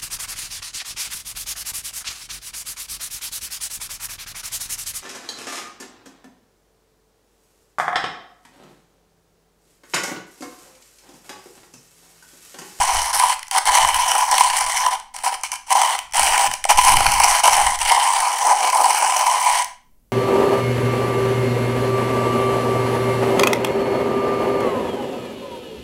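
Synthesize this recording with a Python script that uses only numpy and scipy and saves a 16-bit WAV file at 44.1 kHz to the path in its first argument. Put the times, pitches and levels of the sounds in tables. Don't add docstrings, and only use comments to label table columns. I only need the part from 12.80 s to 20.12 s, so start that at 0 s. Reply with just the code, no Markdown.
import sys
import numpy as np
from scipy import signal
from scipy.fft import rfft, irfft
from scipy.io import wavfile

SR = 44100
rng = np.random.default_rng(int(sys.argv[2]) if len(sys.argv) > 2 else 0)


def undo_db(level):
    steps = np.asarray(level, float) / 20
    return 10 ** steps


def log_audio(samples):
    frames = np.atleast_2d(samples).T
    limited = np.clip(frames, -1, 1)
    pcm = np.round(limited * 32767).astype(np.int16)
    wavfile.write(sys.argv[1], SR, pcm)


N = 322812


def grinder():
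    # [hz, width_hz, level_db]
    tube_modes = [(347, 640, -41), (660, 310, -22), (800, 109.6, -2), (995.8, 58, 1.5), (1185, 162, -13.5)]
    # [hz, width_hz, level_db]
    shell_modes = [(1410, 810, -7.5), (2019, 338, 0), (2265, 299, -1), (3022, 228, -1.5),
                   (4400, 570, -10.5)]
    # [hz, width_hz, level_db]
    burr_modes = [(5066, 500, -4), (5916, 630, 0.5), (8344, 1170, 0.5), (10060, 1200, -2),
                  (13870, 670, -15.5)]
    # [hz, width_hz, level_db]
    splinter_modes = [(9360, 690, -7.5), (14900, 1100, -2)]

    effort, hollow, facing = crank()
    fine = grit(700, spread_db=0.0, seconds=0.0014, rise=2.3, smooth=1.0)
    finer = grit(900, spread_db=7.0, seconds=0.00099, rise=2.5, smooth=0.33)
    coarse = grit(110, spread_db=1.5, seconds=0.0055, rise=3.3, smooth=4.3)
    chips = grit(45, spread_db=6.5, seconds=0.00066, rise=0.6, smooth=1.2)

    snaps, knocks = fractures(effort)
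    snap = burst(snaps, 0.0025, 0.32)
    tiny_snap = burst(snaps, 0.00066, 0.15)
    knock = burst(knocks, 0.0028, 0.23)

    shell = undo_db(-6) * effort * evened(fine * coarse)
    shell += undo_db(-6.5 + 4.2 * wander(per_s=60)) * snap
    burrs = undo_db(-4.5) * effort * facing * evened((finer + 0.98 * fine) * coarse)
    burrs += undo_db(-3) * snap
    tube = undo_db(-3) * hollow * evened(coarse * (fine + 0.51)) + knock
    splinters = effort * facing ** 2.5 * chips
    splinters += undo_db(10 + 4 * wander(per_s=60)) * tiny_snap
    splinters *= undo_db(-24.5)

    noise, hiss = rng.standard_normal((2, N))
    body = ring(noise * tube, tube_modes, 290, 1390, shift_db=1.05)
    body += ring(noise * shell, shell_modes, 1200, 6000, shift_db=1.24)
    treble = ring(hiss * burrs, burr_modes, 3800, 19000, shift_db=1.1)
    treble += ring(hiss[::-1] * splinters, splinter_modes, 8000, 18000, shift_db=0.8)
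    return body + treble


def crank():
    # [start_s, length_s, effort_db, effort_drift_over_stroke_db]
    strokes = [(0, .32, -18.5, -5.5), (0.328, 0.22, -18.5, -5.5), (0.714, 0.076, -29, 17),
               (0.859, 0.29, -15.5, -8.5), (1.134, 0.31, -22.5, 3), (1.446, 0.063, -27, 0.5),
               (1.515, 0.21, -18.5, -5.5), (1.724, .13, -20.5, -5), (1.861, .23, -22.5, -0.5),
               (2.106, 0.053, -21.5, -5), (2.338, 0.097, -36.5, -4.5), (2.434, 0.13, -21, -10),
               (2.634, 0.043, -21, -11.5), (2.716, 0.053, -23.5, -14), (2.864, .072, -41, 19.5),
               (2.948, 0.22, -20, -4), (3.177, .025, -33, -0.5), (3.339, 0.34, -17.5, -0.5),
               (3.705, 0.052, -36, 4), (3.887, 0.048, -18, 0.5), (3.974, .171, -17.5, 4),
               (4.152, 0.3, -19.5, -0.5), (4.431, 0.18, -16.5, -3), (4.632, 0.33, -15.5, -8),
               (4.987, 0.084, -31, 4.5), (5.072, .485, -19.5, -5), (5.556, 0.18, -24, 5.5),
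               (5.735, 0.18, -25, 1.5), (5.922, 0.46, -22, -0.5), (6.372, 0.46, -23.5, 2.5)]
    # [peak_s, effort_db, tube_ring_db, length_s]
    surges = [(0.06, -4.5, -3.5, 0.04), (0.43, 0, 12.5, 0.077), (0.904, -9, 6.5, 0.024),
              (0.96, 6.5, -3.5, 0.061), (1.424, -7.5, 10, 0.033), (1.77, 6.5, -3.5, 0.039),
              (1.796, -9, 6, 0.014), (1.812, 11.5, 0.5, 0.028), (1.972, 5.5, -8, 0.019),
              (2.465, 4, 9, 0.073), (2.507, -13, -6, 0.046), (2.546, 4, 8, 0.02), (2.911, 11, 2, 0.063),
              (3.396, -1, 0, 0.072), (3.658, 2.5, -4, 0.041), (3.737, 5.5, -4.5, .02), (3.904, 5, 8, 0.037),
              (3.984, 7, 8, 0.027), (4.008, -3, -10.5, 0.072), (4.065, 1, 2, 0.11),
              (4.443, 7.5, 2.5, 0.036), (4.656, 3, 3, 0.024), (4.701, -7.5, -3.5, 0.026),
              (4.738, 4.5, -4, .04), (5.017, 12, -8, 0.043), (5.068, 7, -6, 0.11), (5.848, 6.5, 1, 0.076),
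              (5.953, 0, 7, 0.05), (6.374, 3, 2.5, 0.052), (6.69, 3, 1.5, 0.15)]
    # [peak_s, tube_ring_db, length_s]
    swells = [(0.03, -2, 0.076), (0.115, -1, 0.047), (0.246, -3.5, 0.067), (0.297, 1, 0.034),
              (.75, 3, 0.029), (0.995, 6.5, 0.039), (1.14, 1, 0.039), (1.365, 3.5, .08), (1.71, 0, 0.045),
              (1.916, -15.5, 0.029), (2.037, 1.5, .07), (2.377, 2, .1), (2.657, 4, 0.039),
              (2.728, 10, 0.038), (3.39, -1, 0.041), (3.644, 2.5, 0.044), (4.261, 4, .04),
              (4.31, -1.5, .04), (4.526, 1.5, 0.16), (4.79, 5.5, 0.11), (5.115, 11, .05),
              (5.175, 11, 0.037), (5.301, 5, 0.11), (5.412, 4.5, 0.13), (5.578, -8, 0.069),
              (5.675, 1, 0.16), (5.79, -3, 0.039), (5.998, 5, 0.068), (6.132, -8, 0.16), (6.497, 4, 0.11)]
    # [time_s, treble_lift_facing_microphone_db, tube_freedom_db]
    grip = [(0, -0.5, 6), (.4, 1, 0.5), (.8, -0.5, 2.5), (1.2, -0.5, 3), (1.6, 1, 3), (1.9, -1, 3.5),
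            (2.3, 0, 0.5), (2.7, 0, -7), (3.0, -0.5, 7.5), (3.45, 1, 1), (3.65, 0.5, 4), (3.8, 3, 0),
            (4.2, -2, 0), (4.5, 1, 3), (5.1, -1, 1), (5.6, 0, 5), (6.2, 1.5, 6.5), (6.85, -1.5, 1.5)]
    bite_s, bite_db = 0.004, -8
    ease_s, ease_db = 0.0092, -6.5

    t = np.arange(0, N + 32, 32) / SR
    effort, lift_db, ring_db = np.zeros((3, len(t)))
    for start, length, effort_db, drift_db in strokes:
        u = t - start
        stroke_db = effort_db + drift_db * np.clip(u / length, 0, 1)
        if start > 0:
            stroke_db += bite_db * np.clip(1 - u / bite_s, 0, 1)
        stroke_db += ease_db * np.clip(1 - (length - u) / ease_s, 0, 1)
        effort = np.maximum(effort, (u >= 0) * (u < length) * undo_db(stroke_db))
    for peak, surge_db, extra_db, length in surges:
        lift_db += surge_db * hump(t, peak, length)
        ring_db += extra_db * hump(t, peak, length)
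    for peak, swell_db, length in swells:
        ring_db += swell_db * hump(t, peak, length)

    now = np.arange(N) / SR
    grip_s, facing_db, free_db = np.transpose(grip)
    effort = np.interp(now, t, effort * undo_db(lift_db)) * undo_db(0.7 * wander(per_s=40))
    hollow_db = np.interp(now, t, ring_db) + np.interp(now, grip_s, free_db)
    hollow = effort * undo_db(hollow_db + 1.03 * wander(per_s=30))
    return effort, hollow, undo_db(np.interp(now, grip_s, facing_db))


def hump(t, peak_s, length):
    rise = 0.39
    up = 1 + (t - peak_s) / (rise * length)
    down = 1 - (t - peak_s) / ((1 - rise) * length)
    return np.clip(np.minimum(up, down), 0, 1)


def fractures(effort):
    # [time_s, snap_peak_db, tube_ring_peak_db]
    cracks = [(0.1487, -13, -10), (1.315, -4, -17), (0.3373, -11, -26.5), (0.397, 3, -7), (0.711, 1, -13.5),
              (0.7476, -9, -15.5), (.782, 0, -6), (0.854, 0.5, -12), (1.046, -7, -3.5), (1.143, 2, -20),
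              (1.3512, -3, 0), (1.512, 3.5, -1.5), (1.58, 3, 0), (1.6068, 2.5, 2), (2.063, -3.5, -1),
              (2.436, -18, -15), (2.6341, -5, -9.5), (2.717, -4.5, -30), (2.951, -21, 0.5), (3.015, 2, 2),
              (3.3348, -5, -20), (3.394, 6, -3), (3.5775, 0.5, -8.5), (3.737, 1.5, -7), (3.84, 0.5, -28),
              (3.8509, 0, -1), (3.8935, -3.5, -14), (3.973, 2.5, -3), (4.138, -2.5, -7.5),
              (4.168, 3.5, -12.5), (4.205, -4.5, 0)]
    # [time_s, snap_peak_db, tube_ring_peak_db]
    late_cracks = [(4.256, -13, 0.5), (4.264, 1, -12), (4.318, 0, -30), (4.3994, 5.5, 1), (4.482, -5, -13),
                   (4.641, -12, -15), (4.7305, -1, -12), (4.865, -1, -9), (4.907, -7, -28),
                   (4.988, -7, -45), (5.0504, -1, -14), (5.1177, 2, -16), (5.1967, -7.5, -12.5),
                   (5.4024, -2, -11), (5.669, -3.5, -8.5), (5.899, -4.5, -21), (5.928, -13, -6),
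                   (6.041, -9.5, -22), (6.105, -5, -24), (6.3442, -8, -15), (6.565, -22, -9),
                   (6.41, -4, -12), (6.725, -7, -16), (6.7844, -6.5, -22), (6.844, -3, -26.5)]
    # [time_s, snap_peak_db, tube_ring_peak_db]
    ticks = [(0.5921, -12.5, -32.5), (0.6285, -10, -33.5), (0.668, -21, -46), (0.681, -14, -35.5),
             (2.198, -14, -40), (2.3442, -37, -35.5), (2.363, -10.5, -39), (2.387, -15.5, -28),
             (2.424, -23, -36), (2.5232, -20, -10.5), (2.54, -9, -28.5), (2.611, -20, -36),
             (2.737, -13, -22.5), (2.7556, -15, -40), (3.1888, -4, -34), (3.31, -25.5, -48),
             (3.3222, -14, -34), (3.713, -4.5, -20), (3.7514, -13, -37.5), (3.7606, -24, -35.5),
             (3.9594, -7.5, -35.5)]
    chips_per_s, spread_db = 10, 2.5

    lesser = (rng.random(N) < chips_per_s / SR) * effort
    snaps = lesser * undo_db(9.5 + spread_db * rng.standard_normal(N))
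    knocks = lesser * undo_db(4 + spread_db * rng.standard_normal(N))
    for events in (cracks, late_cracks, ticks):
        for s, snap_db, knock_db in events:
            at = round(s * SR)
            snaps[at] = undo_db(snap_db)
            knocks[at] = undo_db(knock_db)
    return undo_db(-14) * snaps, undo_db(-7.0) * knocks


def grit(per_s, spread_db, seconds, rise, smooth):
    sizes = undo_db(spread_db * np.minimum(rng.exponential(1, N), 3.5))
    train = sizes * (rng.random(N) < per_s / SR)
    return evened(evened(burst(train, seconds, rise)) + smooth)


def burst(train, seconds, rise):
    u = np.arange(600) / (max(seconds, 1e-4) * SR)
    shape = (1 - np.exp(-u / max(rise, 1e-3))) * np.exp(-u ** 1.84)
    return signal.oaconvolve(train, shape / shape.max())[:N]


def ring(drive, modes, low_hz, high_hz, shift_db):
    band = signal.butter(3, [low_hz, high_hz], "bandpass", fs=SR, output="sos")
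    total = np.zeros(N)
    click = np.zeros(8192)
    for k, (hz, width, db) in enumerate(modes):
        b, a = signal.iirpeak(hz, hz / width, SR)
        b = b * (-1) ** k * undo_db(db)
        share_db = shift_db * (wander(per_s=22) + 1.17 * wander(per_s=6))
        total += signal.lfilter(b, a, drive * undo_db(share_db))
        click += signal.lfilter(b, a, signal.unit_impulse(8192))
    return signal.sosfilt(band, total) / np.linalg.norm(signal.sosfilt(band, click))


def room(x, count=20):
    place = np.arange(N) / N * (count - 1)
    out = np.zeros(N + SR)
    for k in range(count):
        share = np.cos(np.pi / 2 * np.clip(place - k, -1, 1))
        live = np.flatnonzero(share > 1e-9)
        start, end = live[0], live[-1] + 1
        wet = signal.fftconvolve((x * share)[start:end], tail())
        out[start:start + len(wet)] += wet
    return out[:N]


def tail():
    # [hz, t60_s]
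    decay = [(500, 0.35), (1000, 0.39), (2500, 0.39), (5500, .35), (8500, 0.29), (14000, .24)]
    length = SR // 2
    taps = np.zeros(length)
    at = np.arange(130, length - 16, 16)
    taps[at + rng.integers(0, 16, len(at))] = rng.choice([-1.0, 1.0], len(at))
    taps *= 1 - np.exp(-np.arange(length) / (0.014 * SR))
    hz, t, z = signal.stft(taps, SR, nperseg=256)
    fade = undo_db(-60 * t / read(decay, hz)[:, None])
    echo = signal.istft(z * fade, SR, nperseg=256)[1]
    return echo / np.linalg.norm(echo)


def puffs():
    # [peak_s, length_s, push_db, fast_edge_flutter_relative_db]
    gusts = [(0, 0.086, -25.5, -14.5), (0.162, 0.16, -23.5, -28), (.38, 0.19, -40.5, -16),
             (0.902, 0.09, -36, -26.5), (1.042, 0.11, -25.5, -18), (1.16, .18, -31, -23.5),
             (1.5, 0.51, -48.5, -24.5), (1.708, 0.18, -44, -14), (1.87, 0.13, -36, -22),
             (2.0, 0.16, -49, -15), (3.41, 0.13, -32, -10.5), (3.516, 0.21, -33.5, -28.5),
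             (3.69, 0.092, -40.5, 0), (3.972, .2, -26, -38.5), (4.147, 0.16, -18, -11),
             (4.274, 0.21, -25, -9), (4.382, 0.17, -25.5, -22), (4.515, 0.086, -30.5, -30),
             (4.72, .2, -40, -8.5), (4.86, 0.22, -24.5, -21), (5.052, .22, -35, -23), (5.4, 0.13, -45, -22),
             (5.66, 0.18, -51, -19), (6.75, .2, -54, -20)]
    # [hz, density_db]
    push_colour = [(4, 8.5), (12, 1.5), (32, -2), (70, -7), (120, -33.5), (250, -57.5)]
    # [hz, density_db]
    flutter_colour = [(50, -20.5), (100, 2.5), (170, -6), (240, -10), (400, -17.5), (700, -60)]
    calm_db, calm_flutter_db = -56, -19.5
    fall_db, rise = 16, 0.88

    t = np.arange(0, N / SR + 0.01, 0.002)
    push = np.full(len(t), undo_db(calm_db))
    flutter = np.full(len(t), undo_db(calm_db + calm_flutter_db))
    for peak, length, db, flutter_db in gusts:
        away = np.maximum(t - peak, (peak - t) / rise) / (length / 2)
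        gust = undo_db(db - fall_db * away)
        push += gust
        flutter += gust * undo_db(flutter_db)
    now = np.arange(N) / SR
    slow = np.interp(now, t, push) * coloured(push_colour)
    return slow + np.interp(now, t, flutter) * coloured(flutter_colour)


def floor(loud):
    # [hz, density_db]
    hiss_colour = [(40, -20), (70, -12), (140, -8), (230, -9), (340, -16), (480, -15), (800, -22),
                   (1500, -29), (4000, -32), (12500, -26), (16000, -28)]
    # [hz, width_hz, level_db]
    hum_modes = [(226, 21, 0)]
    recent = signal.lfilter([1 / 1200], [1, 1 / 1200 - 1], loud ** 2)
    recent_db = 10 * np.log10(recent + 1e-12)
    held = undo_db(-5 * np.clip((recent_db + 58) / 14, 0, 1))
    hum = evened(ring(rng.standard_normal(N), hum_modes, 150, 320, shift_db=3.1))
    return undo_db(-66) * held * coloured(hiss_colour) + undo_db(-75.5) * hum


def drone():
    # [time_s, pitch_hz, level_db]
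    engine = [
        (1.8, 218, -85),
        (2.1, 222, -71),
        (2.5, 236, -70),
        (2.85, 260, -72),
        (3.1, 262, -85),
    ]
    s, hz, db = np.transpose(engine)
    now = np.arange(N) / SR
    pitch = np.interp(now, s, hz) * (1 + 0.006 * wander(per_s=25))
    turns = np.cumsum(pitch) / SR
    level_db = np.interp(now, s, db, -120, -120) + 1.6 * wander(per_s=14)
    return undo_db(level_db) * np.sin(2 * np.pi * turns)


def wander(per_s):
    knots = np.arange(0, N / SR + 1, 1 / per_s)
    return np.interp(np.arange(N) / SR, knots, rng.standard_normal(len(knots))) * 0.98


def coloured(points):
    hz = np.fft.rfftfreq(N, 1 / SR)
    return evened(irfft(rfft(rng.standard_normal(N)) * undo_db(read(points, hz)), N))


def read(points, hz):
    f, value = np.transpose(points)
    return np.interp(np.log(hz + 1), np.log(f + 1), value)


def evened(x):
    return x / np.sqrt(np.mean(x ** 2) + 1e-20)


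def scene():
    direct = grinder()
    reflected = undo_db(-10.5) * room(direct)
    mix = direct + reflected + puffs() + floor(direct) + drone()
    return mix[None]


def roll_off(x):
    return signal.sosfilt(signal.butter(12, 16430, fs=SR, output="sos"), x)


def record(dry):
    x = dry / 0.98
    squeezed = 0.98 * np.tanh(x + x ** 3 / 3)
    edge = signal.firwin(801, 15800, window=("kaiser", 8), fs=SR)
    limited = signal.oaconvolve(squeezed, edge[None], "same")
    return roll_off(limited)


dry = scene()
out = record(dry)
log_audio(out)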